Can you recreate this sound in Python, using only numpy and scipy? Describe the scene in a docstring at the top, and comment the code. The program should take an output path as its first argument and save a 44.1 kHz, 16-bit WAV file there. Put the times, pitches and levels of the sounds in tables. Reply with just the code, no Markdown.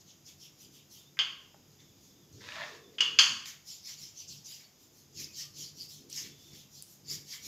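"""In a live kitchen a wooden pin rolls to and fro over bread on a round board, palms rubbing its handles.
Rolling is stick-slip noise in spectral layers, swelling with each stroke; the handles squeak as gliding tones.
Puffs of resonant noise make ticks, bumps and thuds; coarse slips drag the board once over a low groan that
moves on as thuds under the crockery; hard crockery clinks as ringing modes. Filtered noise gives a low thrum,
a faint whistle, hum and hiss under all."""
import sys
import numpy as np
from scipy import signal
from scipy.fft import rfft, irfft
from scipy.io import wavfile
from scipy.ndimage import uniform_filter1d

SR = 44100
rng = np.random.default_rng(int(sys.argv[2]) if len(sys.argv) > 2 else 0)


def to_linear_factor(level_db):
    """Convert decibel levels (scalar or array-like) to linear amplitude factors."""
    exponent = np.asarray(level_db, float) / 20
    return 10 ** exponent


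def master_out(mix):
    """Clip the mix to full scale and print it as 16-bit PCM to the path in sys.argv[1]."""
    frames = np.transpose(np.atleast_2d(mix))
    ceiling = np.clip(frames, -1, 1)
    pcm = np.round(ceiling * 32767).astype(np.int16)
    wavfile.write(sys.argv[1], SR, pcm)


N = 329438  # length of the scene in samples

# spectra of the rub, the rasp, the top hiss and the deep rasp: (frequency [Hz], density [dB per Hz])
RUB_COLOUR = [(2060, -74), (3500, -22.5), (4160, 1), (4840, 6), (5620, 7), (6930, 3), (7300, 1.5),
              (8220, -21.5), (9000, -65), (11700, -51), (19800, -120)]
RASP_COLOUR = [(1500, -29), (2100, -5), (2600, 6.5), (3200, 11.5), (3800, 9.5), (4500, -20)]
HISS_COLOUR = [(5000, -21), (8500, -4.5), (9980, -1.5), (11000, 2.5), (13600, 4.5), (15800, -5)]
DEEP_COLOUR = [(600, -43), (1000, -11.5), (1400, -10.5), (1900, 2), (2300, 5), (3000, -59)]
# strokes of pin and hands: (start [s], length [s], place of the peak [0-1], rub level [dB],
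# rasp above the rub [dB], top hiss above the rub [dB])
STROKES = [(-0.03, 0.066, 0.63, -60, -17, -16), (0.01, 0.17, 0.5, -63.3, -2.5, -15),
           (0.242, 0.14, 0.29, -54, -10.5, -12), (0.371, 0.18, 0.34, -55.5, -6, -10.5),
           (0.536, 0.18, 0.48, -58.5, -7, -6), (0.7, 0.17, 0.32, -59, -3, -8.2),
           (0.884, 0.24, 0.26, -55.5, -9.5, -6), (1.673, 0.155, 0.37, -73.5, -12, -10),
           (1.8, 0.14, 0.07, -66.4, -8, -19), (1.89, 0.34, 0.47, -63.5, -15, -10),
           (2.317, 0.195, 0.15, -62.5, -17, -15), (3.439, 0.17, 0.24, -46, -9, -12.5),
           (3.638, 0.24, 0.3, -47, -15.5, -13.5), (3.785, 0.23, 0.46, -45.5, -11.5, -13.5),
           (3.952, 0.25, 0.26, -47.6, -13.5, -15), (4.072, 0.23, 0.58, -49, -11.5, -15),
           (4.268, 0.25, 0.16, -48, -14.5, -13), (4.431, 0.33, 0.2, -48.5, -11.5, -11.5),
           (4.747, 0.196, 0.42, -62.5, -13, -6.5), (4.9, 0.2, 0.4, -64, -18, -4),
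           (5.098, 0.21, 0.53, -44.5, -14, -12), (5.251, 0.25, 0.61, -44.2, -12, -11.5),
           (5.514, 0.25, 0.38, -45, -13.5, -11.5), (5.713, 0.21, 0.49, -48.5, -14, -11),
           (5.877, 0.26, 0.14, -50, -13.5, -8.5), (6.074, 0.34, 0.28, -45, -9, -10.5),
           (6.289, 0.4, 0.41, -60.5, -10, -9.1), (6.483, 0.24, 0.37, -58, -5.5, -6.2),
           (6.674, 0.29, 0.35, -56.5, -13.5, -7.5), (6.836, 0.2, 0.38, -59, -17.5, -3.1),
           (6.983, 0.22, 0.66, -41.5, -12.5, -11.5), (7.169, 0.26, 0.61, -45.5, -10.5, -11.5),
           (7.361, 0.16, 0.61, -45.1, -12, -11)]
# the arch of every stroke, a row each for rub, rasp and top hiss: (delay [s], sharpness [exponent])
STROKE_ARCHES = [(0.0012, 3.4), (0.017, 2.37), (0.0022, 4)]
# moments when the rubbing bites deeper: (time [s], deep rasp level [dB], burst of rub level [dB])
GRINDS = [(.285, -74, -57), (1.81, -71, -74), (3.48, -55, -50), (3.68, -75, -48), (3.895, -59, -51),
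          (4.03, -69.5, -51), (4.52, -70, -47.5), (4.61, -68, -58), (5.205, -63.5, -43), (5.4, -63, -47.5),
          (5.62, -69.5, -55), (5.83, -81, -51.5), (6.175, -53.5, -44), (6.26, -64, -64), (6.54, -70, -58.5),
          (7.115, -59, -39.5), (7.333, -53.5, -44), (7.46, -63, -48)]


def rolling():
    """One train of stick-slip clicks feeds the two rasps, the rub and the top hiss."""
    drive = slips(5000, spread_db=0.0, smooth=2.4)
    rub = coloured(drive, RUB_COLOUR, patchy_db=4.0)
    rasp = coloured(drive, RASP_COLOUR, patchy_db=2.5)
    hiss = coloured(drive + 3.1 * rng.standard_normal(N), HISS_COLOUR, patchy_db=2.0)
    deep_rasp = coloured(drive, DEEP_COLOUR, patchy_db=3)

    peak, rub_db, rasp_db, hiss_db = np.transpose(STROKES)[2:]
    levels_db = [rub_db, rub_db + rasp_db, rub_db + hiss_db]
    rub_gain, rasp_gain, hiss_gain = [arches(STROKES, db, peak, sharp, delay_s)
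                                      for db, (delay_s, sharp) in zip(levels_db, STROKE_ARCHES)]

    burst = swells(GRINDS, 2, rise_db_per_s=602, fall_db_per_s=282)
    burst_hiss_db = -10.5  # against the burst of rub
    rub_gain = np.hypot(rub_gain, burst)
    hiss_gain = np.hypot(hiss_gain, to_linear_factor(burst_hiss_db) * burst)
    deep_gain = swells(GRINDS, 1, rise_db_per_s=458, fall_db_per_s=160)
    return rub_gain * rub + rasp_gain * rasp + hiss_gain * hiss + deep_gain * deep_rasp


# the handle squeaks in the palm: (start [s], length [s], level [dB], first pitch [Hz], last pitch [Hz])
SQUEAKS = [(0.971, .075, -67, 3580, 3550), (1.043, .06, -65, 3360, 3750), (5.157, .065, -61.5, 2900, 2150),
           (5.269, .065, -64.5, 2587, 2445), (5.384, 0.038, -61, 1820, 1900),
           (5.423, .07, -70.5, 1200, 1194), (5.593, 0.067, -56, 3180, 3030)]


def squeaks():
    """Regular stick-slip: a thin gliding tone that wavers a little."""
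    start, length, db, first_hz, last_hz = np.transpose(SQUEAKS)
    times = np.c_[start, start + length].ravel()
    pitches = np.c_[first_hz, last_hz].ravel()
    hz = np.interp(np.arange(N) / SR, times, pitches)
    waver = 1 + .02 * evened(uniform_filter1d(rng.standard_normal(N), 150))
    tone = np.sqrt(2) * np.sin(2 * np.pi * np.cumsum(hz * waver) / SR)
    return arches(SQUEAKS, db, peak=0.57, sharp=.7) * tone


# small ticks, bumps and thuds of pin, crumbs, board and struck crockery:
# (time [s], peak level [dB], centre [Hz], width of each resonance pass [share of centre], t60 of the puff [s])
TICKS = [(1.170, -43, 1600, 1.1, 0.13), (1.19, -46, 546, 1.5, 0.15), (1.543, -49.5, 420, 3.3, .03),
         (1.802, -49, 2960, 1.8, 0.024), (2.326, -53, 6300, 0.48, .03), (2.322, -47, 99, 0.57, .45),
         (2.408, -50, 1890, 0.52, .02), (2.52, -32.5, 2400, 0.66, 0.016), (2.628, -36, 2680, 0.6, 0.0086),
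         (3.006, -22.5, 5230, .6, 0.027), (3.292, -50.5, 236, .3, 0.27), (3.457, -32, 3040, 1.5, .021),
         (4.458, -44, 6005, 0.43, .02), (5.242, -30.5, 5140, 0.39, .01), (5.385, -44, 5500, 0.33, .0083),
         (5.399, -42, 5370, .4, .01), (6.098, -39.5, 6900, 1.5, 0.041), (6.127, -30.5, 5970, 0.35, 0.014),
         (6.162, -32, 5950, 0.72, 0.011), (6.8235, -32.5, 8650, 1.2, 0.0048),
         (7.099, -32, 5950, 0.55, 0.022)]


def ticks():
    """A short puff of noise through one broad, steep resonance."""
    out, t = np.zeros(N), np.arange(SR // 4) / SR
    for s, peak_db, hz, share, t60 in TICKS:
        puff = rng.standard_normal(len(t)) * to_linear_factor(-60 * t / t60) * np.minimum(t / 0.0009, 1)
        tick = np.gradient(puff)  # small things radiate no bass
        for _ in range(4):
            tick = resonate(tick, hz, share * hz)
        add(out, s, to_linear_factor(peak_db) * tick / abs(tick).max())
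    return out


# the board dragged round: (time [s], level [dB], treble against that level [dB])
DRAG = [(2.36, -75, 14), (2.398, -74, 7), (2.412, -59.5, 2), (2.548, -46, -8.5), (2.634, -42, -13),
        (2.646, -49.5, -5.5), (2.766, -60, 1), (2.876, -82.5, -15), (2.97, -68, 9.5)]
# spectra of the scrape's body and treble: (frequency [Hz], density [dB per Hz])
DRAG_COLOUR = [(470, -29), (800, -11.5), (965, 0.5), (1540, -6), (1710, 3), (2330, -4.5), (2640, 0),
               (3050, -9.5), (3620, -4), (4500, -12), (5850, -43), (9900, -120)]
DRAG_TREBLE_COLOUR = [(2060, -41), (3500, -4), (4280, -9), (4680, -2.5), (6770, -8), (8290, -24.5),
                      (13300, -28), (14500, -23.5), (16000, -38.5)]
# a low groan that climbs, sinks, and moves on as low thuds under the crockery blows:
# (time [s], level [dB], centre [Hz])
GROAN = [(2.36, -67, 354), (2.542, -64, 635), (2.636, -47.5, 660), (2.686, -65, 530), (2.724, -57, 410),
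         (2.932, -64, 410), (3.0, -57.5, 500), (3.2, -70.5, 410), (3.45, -81.5, 320)]


def drag():
    """Coarse slips of wood over stone; a moving resonance makes the low groan and the thuds after it."""
    drive = slips(2000, spread_db=3.5, smooth=1.0)
    body = coloured(drive, DRAG_COLOUR, patchy_db=2)
    treble = coloured(drive + 3 * rng.standard_normal(N), DRAG_TREBLE_COLOUR, patchy_db=1.5)
    scrape = curve(DRAG, 1) * (body + curve(DRAG, 2) * treble)

    hz = np.interp(np.arange(N) / SR, *np.transpose(GROAN)[::2])
    groan = evened(resonate(resonate(drive, hz, 121), hz, 160))
    return scrape + curve(GROAN, 1) * groan


# clinks: (time [s], peak level [dB], favoured mode [Hz], its lift [dB],
# low family [dB], upper family [dB], top family [dB])
CLINKS = [(1.190, -12.5, 3170, 11.2, -3.5, -7, -15), (2.9835, -24.5, 2806, 9.4, -5.5, -11.5, -15),
          (3.006, -11, 2885, 13, -5, -5, -9.5), (3.188, -3, 3120, 3.9, -3.5, 1, -4)]
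# modes the crockery rings with: (frequency [Hz], level [dB], t60 of the slow fall [s])
DISH_MODES = [(1090, -13, .4), (1250, -12, .45), (1611, -7, .4), (1810, -15, .4), (2164, -6, .45),
              (2330, -16, .3), (2575, -14, .4), (2798, -9, .3), (2870, -7, .25), (2902, -1, .3),
              (3047, -4, .45), (3106, -5, .4), (3170, -6, .38), (3208, -4, .5), (3417, -5, .4),
              (3600, -21, .3), (4240, -13, .2), (4430, -12, .33), (4513, -2, .28), (4635, -7, .25),
              (4830, -9, .25), (4948, -1, .3), (5142, -12, .25), (5870, -13, .25), (6033, -9, .4),
              (6125, -8, .35), (6557, -3, .4), (6655, -5, .35), (6794, -13, .25)]
# borders between the low, middle, upper and top mode families: [Hz]
FAMILY_BORDERS = [2450, 3900, 5500]
# the unpitched part of a blow: (frequency [Hz], density [dB per Hz])
CRACK_COLOUR = [(400, -30), (880, -25), (1050, -11.5), (1600, -13.5), (2150, -10.5), (2450, -10),
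                (3150, -2), (3800, -19.5), (4550, -7), (5000, -12.5), (5500, -16), (6050, -7.5),
                (6700, -9.5), (8400, -32.5), (13000, -33.5), (15500, -57)]


def clinks():
    """Each blow rings the same modes; the spot struck picks the families and one favourite."""
    out, t = np.zeros(N), np.arange(SR // 2) / SR
    hz, db, t60 = np.transpose(DISH_MODES)
    mode_family = np.searchsorted(FAMILY_BORDERS, hz)
    wash_family = np.searchsorted(FAMILY_BORDERS, np.fft.rfftfreq(len(t), 1 / SR))
    rattle = coloured(rng.standard_normal(N), CRACK_COLOUR, patchy_db=0.5)
    # contact damps the ring at first: a quick fall, then the slow one
    fall = to_linear_factor(-60 * t[:, None] / t60) * (0.19 + to_linear_factor(-60 * t[:, None] / 0.093))
    wash_fall = 0.72 * to_linear_factor(-60 * t / 0.54) + to_linear_factor(-60 * t / 0.16)

    for s, peak_db, favoured_hz, lift_db, low_db, upper_db, top_db in CLINKS:
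        family_db = np.array([low_db, 0, upper_db, top_db])
        lift = lift_db * np.exp(-((hz - favoured_hz) / 60) ** 2)
        phase = rng.random(len(hz))
        modes = fall * np.sin(2 * np.pi * (hz * t[:, None] + phase))
        ring = modes @ to_linear_factor(db + family_db[mode_family] + lift)
        # countless small modes and rattles merge into a dying wash
        piece = rattle[round(s * SR):][:len(t)]
        wash = irfft(rfft(piece) * to_linear_factor(family_db[wash_family]), len(t))
        blow = ring + to_linear_factor(-5) * wash * wash_fall
        blow *= np.minimum(t / 0.00049, 1)
        add(out, s, to_linear_factor(peak_db) * blow / abs(blow).max())
    return out


# slowly changing level of the low hum: (time [s], table level [dB], board level [dB])
HUM = [(0.0, -68.5, -72.5), (1.89, -65, -70), (3.16, -66.5, -63.5), (3.49, -66, -76.5), (4.83, -70.5, -75),
       (5.08, -66, -70.5), (5.6, -63.5, -77), (7.47, -69.5, -73.5)]
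# weight comes down on the board: (time [s], table level [dB], board level [dB])
PRESSES = [(.06, -64, -78), (.44, -79, -89), (.66, -63, -64), (1.33, -72.5, -76), (1.62, -67.5, -69),
           (1.999, -65.5, -68.5), (2.35, -58.5, -62), (2.579, -66, -71), (3.29, -58, -64),
           (4.03, -63.5, -73), (4.31, -58, -67), (4.849, -79, -68), (5.21, -57, -58.5), (5.43, -72, -79),
           (5.6, -62, -61), (5.78, -63, -64), (6.05, -70, -57.5), (6.26, -58.5, -57.5), (6.53, -55.5, -62),
           (6.78, -66, -77), (7.12, -54, -58), (7.47, -60, -62)]


def load(column):
    """The slowly changing hum plus a swell at each press, added by power."""
    presses = swells(PRESSES, column, rise_db_per_s=154, fall_db_per_s=93)
    return np.hypot(curve(HUM, column), presses)


# modes of table and board: (frequency [Hz], width at half amplitude [Hz], relative level [dB])
TABLE_MODES = [(101, 46, -3.5), (145, 10, -1.5), (195.4, 39, -4.5)]
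BOARD_MODES = [(267, 100, 8.5), (339.8, 20, 2.5), (417, 55, 0.5), (500, 98, -4.5)]


def thrum():
    """The load shakes table and board; left and right hear it almost alike."""
    table_gain, board_gain = load(column=1), load(column=2)
    mid, side = (table_gain * shaken(TABLE_MODES) + board_gain * shaken(BOARD_MODES) for _ in range(2))
    return mid + to_linear_factor(-29.5) * np.array([side, -side])


def shaken(modes):
    """Modes kept going by a random load: noise shaped by resonance peaks."""
    f = np.fft.rfftfreq(N, 1 / SR)
    gain = sum(to_linear_factor(db) / np.sqrt(width) / (1 + (2 * (f - hz) / width) ** 2) for hz, width, db in modes)
    return evened(irfft(rfft(rng.standard_normal(N)) * gain, N))


# a faint narrow hiss that comes and goes: (start [s], length [s], level [dB], place of the peak [0-1])
WHISTLES = [(1.79, 0.17, -68, 0.06), (1.952, 0.35, -73.5, 0.5), (2.83, 0.086, -64, 0.15),
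            (6.273, 0.393, -66, 0.3)]


def whistle():
    """Noise through two passes of a narrow resonance whose centre wavers."""
    centre_hz, pass_width_hz = 3500, 170
    hz = centre_hz * (1 + 0.017 * evened(uniform_filter1d(rng.standard_normal(N), SR // 20)))
    band = resonate(resonate(rng.standard_normal(N), hz, pass_width_hz), hz, pass_width_hz)
    level_db, peak = np.transpose(WHISTLES)[2:]
    return arches(WHISTLES, level_db, peak, sharp=0.47) * evened(band)


# how long the room rings: (frequency [Hz], t60 [s])
KITCHEN_T60 = [(250, .35), (1000, 0.56), (2000, 0.43), (4000, 0.38), (7000, 0.41), (12000, 0.46)]


def kitchen(x):
    """Room tail: sparse taps of random sign, each band dying at its own speed."""
    taps = np.zeros(SR)
    at = np.arange(180, SR - 20, 20)
    taps[at + rng.integers(0, 20, len(at))] = rng.choice([-1., 1.], len(at))
    hz, t, z = signal.stft(taps, SR, nperseg=256)
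    fall = to_linear_factor(-60 * t / read(KITCHEN_T60, hz)[:, None])
    tail = signal.istft(z * fall, SR, nperseg=256)[1]
    return signal.fftconvolve(x, tail / np.linalg.norm(tail))[:N]


# spectra of what both sides share and of what differs left and right: (frequency [Hz], density [dB per Hz])
FLOOR_COLOUR = [(15, -37.5), (30, -19.5), (148, -11.5), (342, -13), (672, -14), (1680, -21), (3130, -18),
                (3580, -16), (4330, -22.5), (4950, -11), (5670, -15), (6850, -10.5), (8490, -35),
                (13400, -18), (15800, -33.5)]
SIDE_COLOUR = [(15, -39), (25, -15), (101, -0.5), (411, -6), (650, -9.5), (923, -10.5), (1960, -14.5),
               (3550, -7), (5310, -9), (9350, -16.5), (11600, -34.5), (13600, -15.5), (15600, -10)]


def floor():
    """Hum and hiss of the room, and the microphones' own noise that differs left and right."""
    mid_db, side_db = -65, -75.5
    hz = np.fft.rfftfreq(N, 1 / SR)
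    colours = to_linear_factor([read(FLOOR_COLOUR, hz), read(SIDE_COLOUR, hz)])
    mid, side = irfft(rfft(rng.standard_normal((2, N))) * colours, N)
    return to_linear_factor(mid_db) * evened(mid) + to_linear_factor(side_db) * evened(side) * [[1], [-1]]


def slips(per_s, spread_db, smooth):
    """Stick-slip friction: tiny clicks over smooth noise; a larger spread makes a few of them large."""
    size = to_linear_factor(spread_db * np.minimum(rng.exponential(1, N), 5)) * (rng.random(N) < per_s / SR)
    return evened(size * rng.standard_normal(N)) + smooth * rng.standard_normal(N)


def resonate(x, hz, width):
    """Shifts hz down to zero, smooths, and shifts back: a resonance of gain 1."""
    turn = np.exp(2j * np.pi * np.cumsum(hz * np.ones(len(x))) / SR)
    r = np.exp(-np.pi * width / SR)
    return 2 * (turn * signal.lfilter([1 - r], [1, -r], x / turn)).real


def coloured(x, points, patchy_db=0):
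    """Imposes a spectrum, with drifting patches of more and less level; rms 1."""
    hz, t, z = signal.stft(x, SR, nperseg=512, noverlap=384)
    blur = uniform_filter1d(rng.standard_normal(z.shape), 7, 0)
    patches = evened(uniform_filter1d(blur, 14, 1))
    gain = to_linear_factor(read(points, hz)[:, None] + patchy_db * patches)
    return evened(signal.istft(z * gain, SR, nperseg=512, noverlap=384)[1][:N])


def arches(rows, db, peak, sharp, delay_s=0):
    """Gain over the scene: one arch for each row (start, length), added by power."""
    power = np.zeros(N)
    for (start, length, *_), top_db, place in zip(rows, db, peak * np.ones(len(rows))):
        first = max(round(start * SR), 0)
        last = min(round((start + length + delay_s) * SR), N)
        at = np.arange(first, last)
        u = np.clip((at / SR - start - delay_s) / length, 0, 1)
        u = u ** (np.log(.5) / np.log(np.clip(place, .05, .95)))  # bends time to put the peak in its place
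        power[at] += (to_linear_factor(top_db) * np.sin(np.pi * u) ** sharp) ** 2
    return np.sqrt(power)


def swells(rows, column, rise_db_per_s, fall_db_per_s):
    """Gain over the scene: a rise to each row's time and a slower fall, added by power."""
    t, rows = np.arange(0, N + 64, 64) / SR, np.array(rows)
    since = t[:, None] - rows[:, 0]
    db = rows[:, column] + np.minimum(rise_db_per_s * since, -fall_db_per_s * since)
    return np.interp(np.arange(N) / SR, t, np.sqrt((to_linear_factor(db) ** 2).sum(1)))


def curve(rows, column):
    """One table column as a gain over the scene; silent outside the table's times."""
    t, rows = np.arange(N) / SR, np.array(rows)
    inside = np.minimum(t - rows[0, 0], rows[-1, 0] - t)
    edge = np.clip(inside / .015 + (rows[0, 0] < .01), 0, 1)  # no fade if it starts with the scene
    return to_linear_factor(np.interp(t, rows[:, 0], rows[:, column])) * edge


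def read(points, hz):
    """Reads a table on a log-frequency axis."""
    f, value = np.transpose(points)
    return np.interp(np.log(hz + 1), np.log(f + 1), value)


def evened(x):
    """Scales to rms 1."""
    return x / np.sqrt(np.mean(x ** 2) + 1e-20)


def add(mix, s, sound):
    """Mixes a sound in at time s."""
    part = mix[round(s * SR):][:len(sound)]
    part += sound[:len(part)]


def scene():
    """Near sounds are mostly dry; the crockery and the scrape send more into the room."""
    near, crockery, scrape = rolling() + ticks() + squeaks(), clinks(), drag()
    room = kitchen(to_linear_factor(-7) * near + to_linear_factor(-4.5) * crockery + to_linear_factor(-4.5) * scrape)
    return near + crockery + scrape + room + thrum() + whistle() + floor()


def roll_off(x):
    """The treble ends steeply here."""
    return signal.sosfilt(signal.butter(12, 16410, fs=SR, output="sos"), x)


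def record(dry):
    """Limits the band to 15650 Hz with a steep low-pass and finishes the mix."""
    low_pass = signal.firwin(255, 15650, fs=SR)
    limited = signal.oaconvolve(dry, low_pass[None], "same")
    return roll_off(limited)


dry = scene()
out = record(dry)
master_out(out)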